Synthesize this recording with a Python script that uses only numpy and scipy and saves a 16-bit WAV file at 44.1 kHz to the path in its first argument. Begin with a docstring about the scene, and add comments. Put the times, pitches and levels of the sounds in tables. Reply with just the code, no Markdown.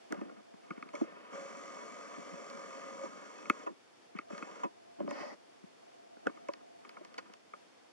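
"""A zoom motor whines and grinds through the plastic shell of a hand-held camera, over a quiet outdoor hiss.
Fingers, the zoom lever and the starting and stopping gears tap the same shell; a thumb slides across it
once; two taps crack through the air. The shell rings in five families of modes, from thud to tick, and
reaches two built-in microphones partly alike (mid) and partly opposed (side)."""
import sys
import numpy as np
from scipy import signal
from scipy.fft import rfft, irfft
from scipy.io import wavfile
from scipy.ndimage import uniform_filter1d

SR = 44100
rng = np.random.default_rng(int(sys.argv[2]) if len(sys.argv) > 2 else 0)


def to_wav(sig):
    """Store sig (one row per channel, or 1-D mono) as 16-bit WAV at the path in sys.argv[1].

    Samples outside -1..1 are clipped; the rate is SR.
    """
    pcm = np.clip(np.atleast_2d(sig), -1, 1) * 32767
    pcm = np.round(pcm).astype(np.int16)
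    wavfile.write(sys.argv[1], SR, pcm.T)  # frames by channels


N = 349386
TIME = np.arange(N) / SR


def undb(db):
    """Gain of a dB value."""
    return 10 ** (np.asarray(db) / 20)


def unit(x):
    """Scaled to rms 1."""
    return x / np.sqrt(np.mean(x ** 2))


def walk(per_s):
    """Random drift, gliding between per_s values a second; rms 1."""
    k = int(SR / per_s)
    return unit(uniform_filter1d(np.repeat(rng.standard_normal(N // k + 1), k), k)[:N])


def gate(start_s, stop_s, edge_s):
    """1 between two times, with straight fades."""
    return np.clip(np.minimum(TIME - start_s, stop_s - TIME) / edge_s + .5, 0, 1)


def band(hz, width_hz):
    """Coefficients of a resonant band-pass."""
    return signal.iirpeak(hz, hz / width_hz, SR)


def shell(family, favoured_hz=()):
    """Mid and side ring of one mode family, each of unit energy; modes near favoured_hz stand out."""
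    # The shell's modes by family. Each mode: pitch and width in Hz, relative mid and side levels in dB.
    modes = [
        [(203.8, 324, 6.5, 1.5), (335.5, 46, 0.5, -8)],
        [(461.5, 180, 1.5, -29), (576, 37.5, 3.5, -13), (698, 1000, 4, -5.5)],
        [(978.6, 34, -1, -8), (1075, 48, 1, -15.5), (1231, 50, 4.5, -12), (1419, 57, -0.5, -11),
         (1630, 130, -1.5, -33)],
        [(1783, 22, -0.5, -13.5), (1890, 150, 2.5, -16.5), (2220, 85, 2.5, -22), (2569, 53, -2.5, -19.5),
         (3085, 290, -2.5, -22)],
        [(3435, 80, 0.5, -16), (4420, 420, 4, -6.5), (5590, 150, 8, -8), (6120, 200, 6, -11),
         (6660, 300, 5, -4), (7470, 190, 2, -8), (8040, 280, -3, -15), (9370, 1100, -4, -16),
         (12300, 500, -62, -38)],
    ]
    hz, width, *db = np.transpose(modes[family])
    db = np.array(db) + 14 * sum(np.exp(-(np.log2(hz / f) / .25) ** 2) for f in favoured_hz)
    t = np.arange(2048)[:, None] / SR
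    # neighbours alternate in sign; side is a quarter cycle off mid
    phase = np.pi * (np.arange(len(hz)) + np.array([[[0]], [[.5]]]))
    decay = undb(db) * np.sqrt(width)
    decay = decay[:, None] * np.exp(-np.pi * width * t)
    answer = (decay * np.sin(2 * np.pi * hz * t + phase)).sum(2)
    edges_hz = [.87 * hz[0], 1.2 * hz[-1]]
    answer = signal.sosfilt(signal.butter(4, edges_hz, "band", fs=SR, output="sos"), answer)
    return answer / np.sqrt((answer ** 2).sum(1, keepdims=True))


def ring(force, family):
    """A running force heard through one family of modes."""
    return signal.oaconvolve(force[None], shell(family), axes=1)[:, :N]


def hiss():
    """Air and electronics hiss; in the side, a wavering hum at 690 Hz and the low shell modes."""
    # The colour of the hiss. Each row: frequency in Hz, relative density in dB.
    colour = [(35, -54), (100, -10), (144, -15), (190, -10), (317, -5), (408, -5), (633, -8), (5430, -20),
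              (11100, -33), (15000, -71)]
    hz, db = np.transpose(colour)
    shape = undb(np.interp(np.log(np.fft.rfftfreq(N, 1 / SR) + 1), np.log(hz), db))
    noise = unit(irfft(rfft(rng.standard_normal((2, N))) * shape, N)) * undb(-65.5 + .5 * walk(6.8))
    hum = unit(signal.lfilter(*band(690, 22), rng.standard_normal(N)))
    low_modes = unit(ring(rng.standard_normal(N), 1)[1] + ring(rng.standard_normal(N), 0)[1])
    noise[1] += undb(-66.5 + 4.9 * walk(1.5)) * (hum + .59 * low_modes)
    return noise


def grip():
    """Stick-slip grains of skin stir the shell; the sliding thumb adds its own rasp."""
    # Fingers pressing or shifting. Each row: start and stop in seconds, level in dB,
    # change in dB per second, brightness in dB per two families.
    presses = [(0.104, 0.199, -48, -102, -6), (0.206, 0.405, -53.5, -51, -8), (0.63, 0.911, -68, 19.5, -2),
               (4.157, 4.224, -68, -150, 9), (4.986, 5.13, -42.5, -83, -17),
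               (6.254, 6.301, -45, -150, -7.5), (6.307, 6.622, -70, 2, -3), (6.831, 7.347, -69.5, -1, -1)]
    # How skin drives the shell. Each row is a family: mid and side gain in dB.
    skin = [(-4, 3.5), (-3.5, 0), (-0.5, 1), (-3, -4.5), (-30, -27)]
    # The thumb pad's rasp. Each row: centre and width in Hz, gain in dB.
    rasp_bands = [(885, 490, 2), (579, 94, 4.5), (1920, 230, -0.5), (4900, 2000, -5.5)]
    edge_s, lumps_db = .012, 2.2
    thumb = gate(5.09, 5.345, edge_s) * undb(np.interp(TIME, (5.09, 5.21, 5.345), (-59, -55, -63)))
    touches = [(gate(start, stop, edge_s) * undb(db + slope * np.clip(TIME - start, 0, stop - start)),
                bright_db) for start, stop, db, slope, bright_db in presses]
    grains = unit(rng.standard_normal(N) * undb(1.6 * walk(300)))
    rub = rasp = 0
    for family, db in enumerate(skin):
        force = thumb + sum(level * undb(bright_db * family / 2) for level, bright_db in touches)
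        rub += undb(db)[:, None] * ring(grains * force * undb(lumps_db * walk(60)), family)
    for hz, width, db in rasp_bands:
        level = undb(db + lumps_db * walk(40))
        rasp += level * unit(signal.filtfilt(*band(hz, width), rng.standard_normal((2, N))))
    return rub + rasp * thumb


def taps():
    """Each contact is a short rough push on the shell; loose parts chatter faintly after it."""
    # Taps on the shell. Each row: start in seconds, place, contact time in ms, level in dB,
    # brightness in dB gained from one family to the next.
    contacts = [(0.123, "snap", 1.23, -45, 1.5), (0.14, "base", 7.2, -49.5, 6.5),
                (0.2127, "base", 0.66, -44.5, 1.5), (0.293, "catch", 3.8, -70.5, -11),
                (0.536, "palm", 3.4, -63, 0.5), (0.7047, "lever", 4.34, -45, -5),
                (0.776, "palm", 0.97, -55.5, 1.5), (0.8251, "lever", 0.39, -48.5, -1.7),
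                (0.889, "lever", 0.59, -63.5, 3.5), (0.93, "barrel", 26, -47.5, 0),
                (0.95, "catch", 9.3, -65, 8), (1.0104, "base", 3.9, -44.5, -5),
                (2.17, "palm", 27.5, -58.5, -1.5), (2.321, "palm", 27, -60.5, -1.5),
                (2.539, "palm", 21, -58.5, 0), (2.5, "nail", 0.36, -77, 4.5),
                (3.032, "barrel", 7.2, -56, -4), (3.455, "lever", 1.8, -54, -0.5),
                (3.4977, "lever", 1.5, -29, -2.2), (3.661, "gear", 18.5, -50.5, -3.3),
                (3.684, "base", 42, -55, 0), (4.147, "palm", 8.1, -55, -1), (4.187, "lever", 1.93, -44, -1),
                (4.299, "barrel", 8.3, -53.5, -1), (4.323, "palm", 6.4, -54, 0),
                (4.3782, "nail", 1.8, -66, -1.5), (4.4229, "lever", 3.6, -46.5, -4),
                (4.631, "gear", 16, -47, -3), (4.645, "base", 15, -47, 1), (5.0014, "barrel", 1.6, -49, -5),
                (5.0759, "barrel", 0.94, -47.5, -0.5), (5.1085, "barrel", 1.9, -44, 5),
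                (5.632, "palm", 8.2, -64, -2), (6.168, "edge", 0.68, -70, -4.5),
                (6.2681, "edge", 2.08, -37, 0.5), (6.371, "catch", 2.4, -74, 0.5),
                (6.4848, "barrel", 2.4, -41, 2), (6.5357, "nail", 0.86, -68, 1.5),
                (6.848, "catch", 1.9, -69, 1), (6.8922, "nail", 0.88, -70.5, 0.5),
                (6.966, "catch", 5, -65, -7), (7.0067, "barrel", 9.9, -68.5, -8),
                (7.0476, "nail", 2.3, -72.5, 0), (7.141, "nail", 2.3, -72.5, -1),
                (7.178, "nail", 13, -58, -1.5), (7.297, "edge", 0.58, -72, -5.5),
                (7.3369, "nail", 0.67, -73.5, 0.5), (7.5354, "catch", 0.5, -60.5, -6)]
    # The tone of each place. Each row: five family mid gains in dB, twist in dB (weighted by
    # family to lift side over mid), then the frequencies it favours in Hz.
    places = {"palm": (3, -27, -7, -12, -39, 4, 217, 2210), "base": (0, -8, -13, -19.5, -40, 3, 302, 1230),
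              "lever": (-11.5, -21.5, 0.5, -1.5, -19, -1, 1279, 2145, 2557, 4328),
              "edge": (-6.5, -1, 1.5, -14.5, -25.5, 0.5, 470, 1420, 1588),
              "barrel": (-5, 1, -4, -14.5, -30.5, 2, 324, 563, 1003),
              "gear": (-10, -4, 2.5, -4.5, -15, 12, 329, 1034),
              "catch": (-21.5, -6, 10, 6.5, -15, 4, 1246, 2190),
              "snap": (2.5, -2, 0, -6.5, -16, 3, 327, 1383, 1946), "nail": (-12, 1, 7, 9, 4.5, 8.5, 4502)}
    # Places where the hand stays on and stills the ring, each with its decay time in ms.
    damped_ms = {"edge": 10, "snap": 6, "barrel": 20, "lever": 13, "nail": 12}
    rattle_ms, rattle_db = 11.5, -22
    clean_ms = 1.35  # shorter contacts knock more than they scrape
    out = np.zeros((2, N + 8192))
    t = np.arange(2048) / SR
    answers = {place: np.array([shell(family, row[6:]) for family in range(5)])
               * np.exp(-1000 * t / damped_ms.get(place, np.inf)) for place, row in places.items()}
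    for start, place, contact_ms, level_db, bright_db in contacts:
        rise = t * 3000 / contact_ms
        rattle = undb(rattle_db) * np.minimum(rise, 1) * np.exp(-1000 * t / rattle_ms)
        push = rise * np.exp(1 - rise) + rattle
        force = rng.standard_normal(2048) * push
        force[np.argmax(push)] += clean_ms / contact_ms * np.linalg.norm(force)  # the clean knock
        rung = signal.fftconvolve(answers[place], force[None, None], axes=2)
        rung *= np.sqrt(SR / 50 / (rung ** 2).sum(2, keepdims=True))  # levels are energy over 20 ms
        *place_db, twist_db = places[place][:6]
        mid_db = level_db + np.array(place_db) + bright_db * np.arange(-2, 3)
        # twisting the shell opposes the capsules, least in the top family
        side_db = mid_db + twist_db * np.array([.64, .66, 1, .88, .1]) + [4.5, 4, -3, -10, 1.5]
        i = int(start * SR)
        out[:, i:i + rung.shape[2]] += (undb([mid_db, side_db]).T[:, :, None] * rung).sum(0)
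    return out[:, :N]


def cracks():
    """Two taps also cross the air as bright snaps of noise, nearer the right capsule."""
    # Each row is a crack: start in seconds, peak level in dB before filtering.
    snaps = [(0.123, -47), (3.497, -40)]
    decay_ms, left_db = 3.2, -17
    envelope = sum(undb(db) * np.exp(-1000 * np.where(TIME < start, np.inf, TIME - start) / decay_ms)
                   for start, db in snaps)
    treble = signal.butter(2, (7560, 12800), "band", fs=SR, output="sos")
    return undb([[left_db], [0]]) * signal.sosfilt(treble, envelope * rng.standard_normal(N))


def gear_whine(angle):
    """Gear teeth and commutator sing at multiples of the shaft speed, each tone wavering."""
    # Each row is a tone: multiple of the shaft speed, relative mid and side levels in dB.
    tones = [(12, -1, -9), (13, -9, -14), (15, -6, -5), (25, -4, -16), (26, -7, -18), (27, 1, -17),
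             (30, -14, -13), (33.5, -14, -20), (44.5, -11, -11), (49, -10, -21), (50, -12, -21)]
    # The lowest tone swells under load. Each row: time in seconds, gain in dB.
    swell = [(1.5, 5.5), (1.9, -1.5), (2.25, 2), (2.5, 2.5), (2.92, 10)]
    strain = undb(np.interp(TIME, *np.transpose(swell)) + 2.5 * walk(60))
    phase = np.array([[0], [np.pi / 2]])
    whine = 0
    for multiple, mid_db, side_db in tones:
        level = undb([[mid_db], [side_db]]) * undb(2.4 * walk(22.11))
        whine += level * np.sin(multiple * angle + phase) * (strain if multiple == tones[0][0] else 1)
    return whine


def motor():
    """Friction throbs with the shaft and rings the shell; the brushes hiss, and at speed the gears sing."""
    # Runs of the motor. Each row: start and stop in seconds, then grind, brush hiss and starting surge in dB.
    drives = [(0.94, 1.048, -56.5, -72.5, 7.5), (1.04, 1.37, -55.5, -102, 2.5),
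              (1.323, 3.062, -50, -65, 1.5), (3.035, 3.651, -51.5, -68, -0.5),
              (4.304, 4.65, -52.5, -70.5, 5)]
    # The fast zoom. Each row: time in seconds, shaft speed in turns per second.
    fast_zoom = [(1.33, 46.6), (1.49, 45.9), (1.58, 46.2), (1.8, 45), (1.95, 46), (2.24, 46), (2.56, 46.5),
                 (2.7, 44.6), (2.84, 45.5), (3.07, 45.3)]
    # Depth of the friction swell once, twice and three times a turn.
    throb_depths = [.1, .12, .1]
    # How the grind drives the lower four families. Each row: mid and side gain in dB.
    mount = [(-12.5, -8.5), (-7.5, -8.5), (-6.5, -4.5), (-13, -11.5)]
    slow_hz, wander, surge_s, whine_db = 23.86, .0025, .14, -8
    runs = 0
    for start, stop, grind_db, brush_db, surge_db in drives:
        surge = surge_db * np.exp(-np.maximum(TIME - start, 0) / surge_s)
        runs += gate(start, stop, edge_s=.048) * undb(np.array([[grind_db], [brush_db]]) + surge)
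    load, brush_level = runs
    times, fast_hz = np.transpose(fast_zoom)
    fast = (TIME > times[0]) & (TIME < times[-1])
    speed = np.where(fast, np.interp(TIME, times, fast_hz), slow_hz) * (1 + wander * walk(14))
    angle = 2 * np.pi * np.cumsum(speed) / SR
    throb = unit(np.exp(sum(depth * np.cos(k * angle + k) for k, depth in enumerate(throb_depths, 1))))
    friction = throb * rng.standard_normal(N)
    grind = sum(undb(db)[:, None] * ring(friction * load * undb(.7 * walk(10)), family)
                for family, db in enumerate(mount))
    grind -= 1.6 * signal.lfilter(*band(1473, 130), grind)  # the mount stirs the shell less here
    brushes = ring(friction * brush_level, family=4)
    at_speed = uniform_filter1d(1. * fast, size=800)
    return grind + brushes + gear_whine(angle) * load * undb(whine_db) * at_speed


def scene():
    """Mid and side spread to left and right, with the airborne cracks on top."""
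    mid, side = taps() + motor() + grip() + hiss()
    return np.array([mid + side, mid - side]) + cracks()


def record(dry):
    """The microphone housing dips near 4 kHz; the recorder cuts wind rumble and the top."""
    x = dry - .6 * signal.lfilter(*band(3980, 250), dry)
    x = signal.sosfilt(signal.butter(2, 140, "high", fs=SR, output="sos"), x)
    return signal.sosfilt(signal.ellip(8, .2, 70, 15900, fs=SR, output="sos"), x)


dry = scene()
out = record(dry)
to_wav(out)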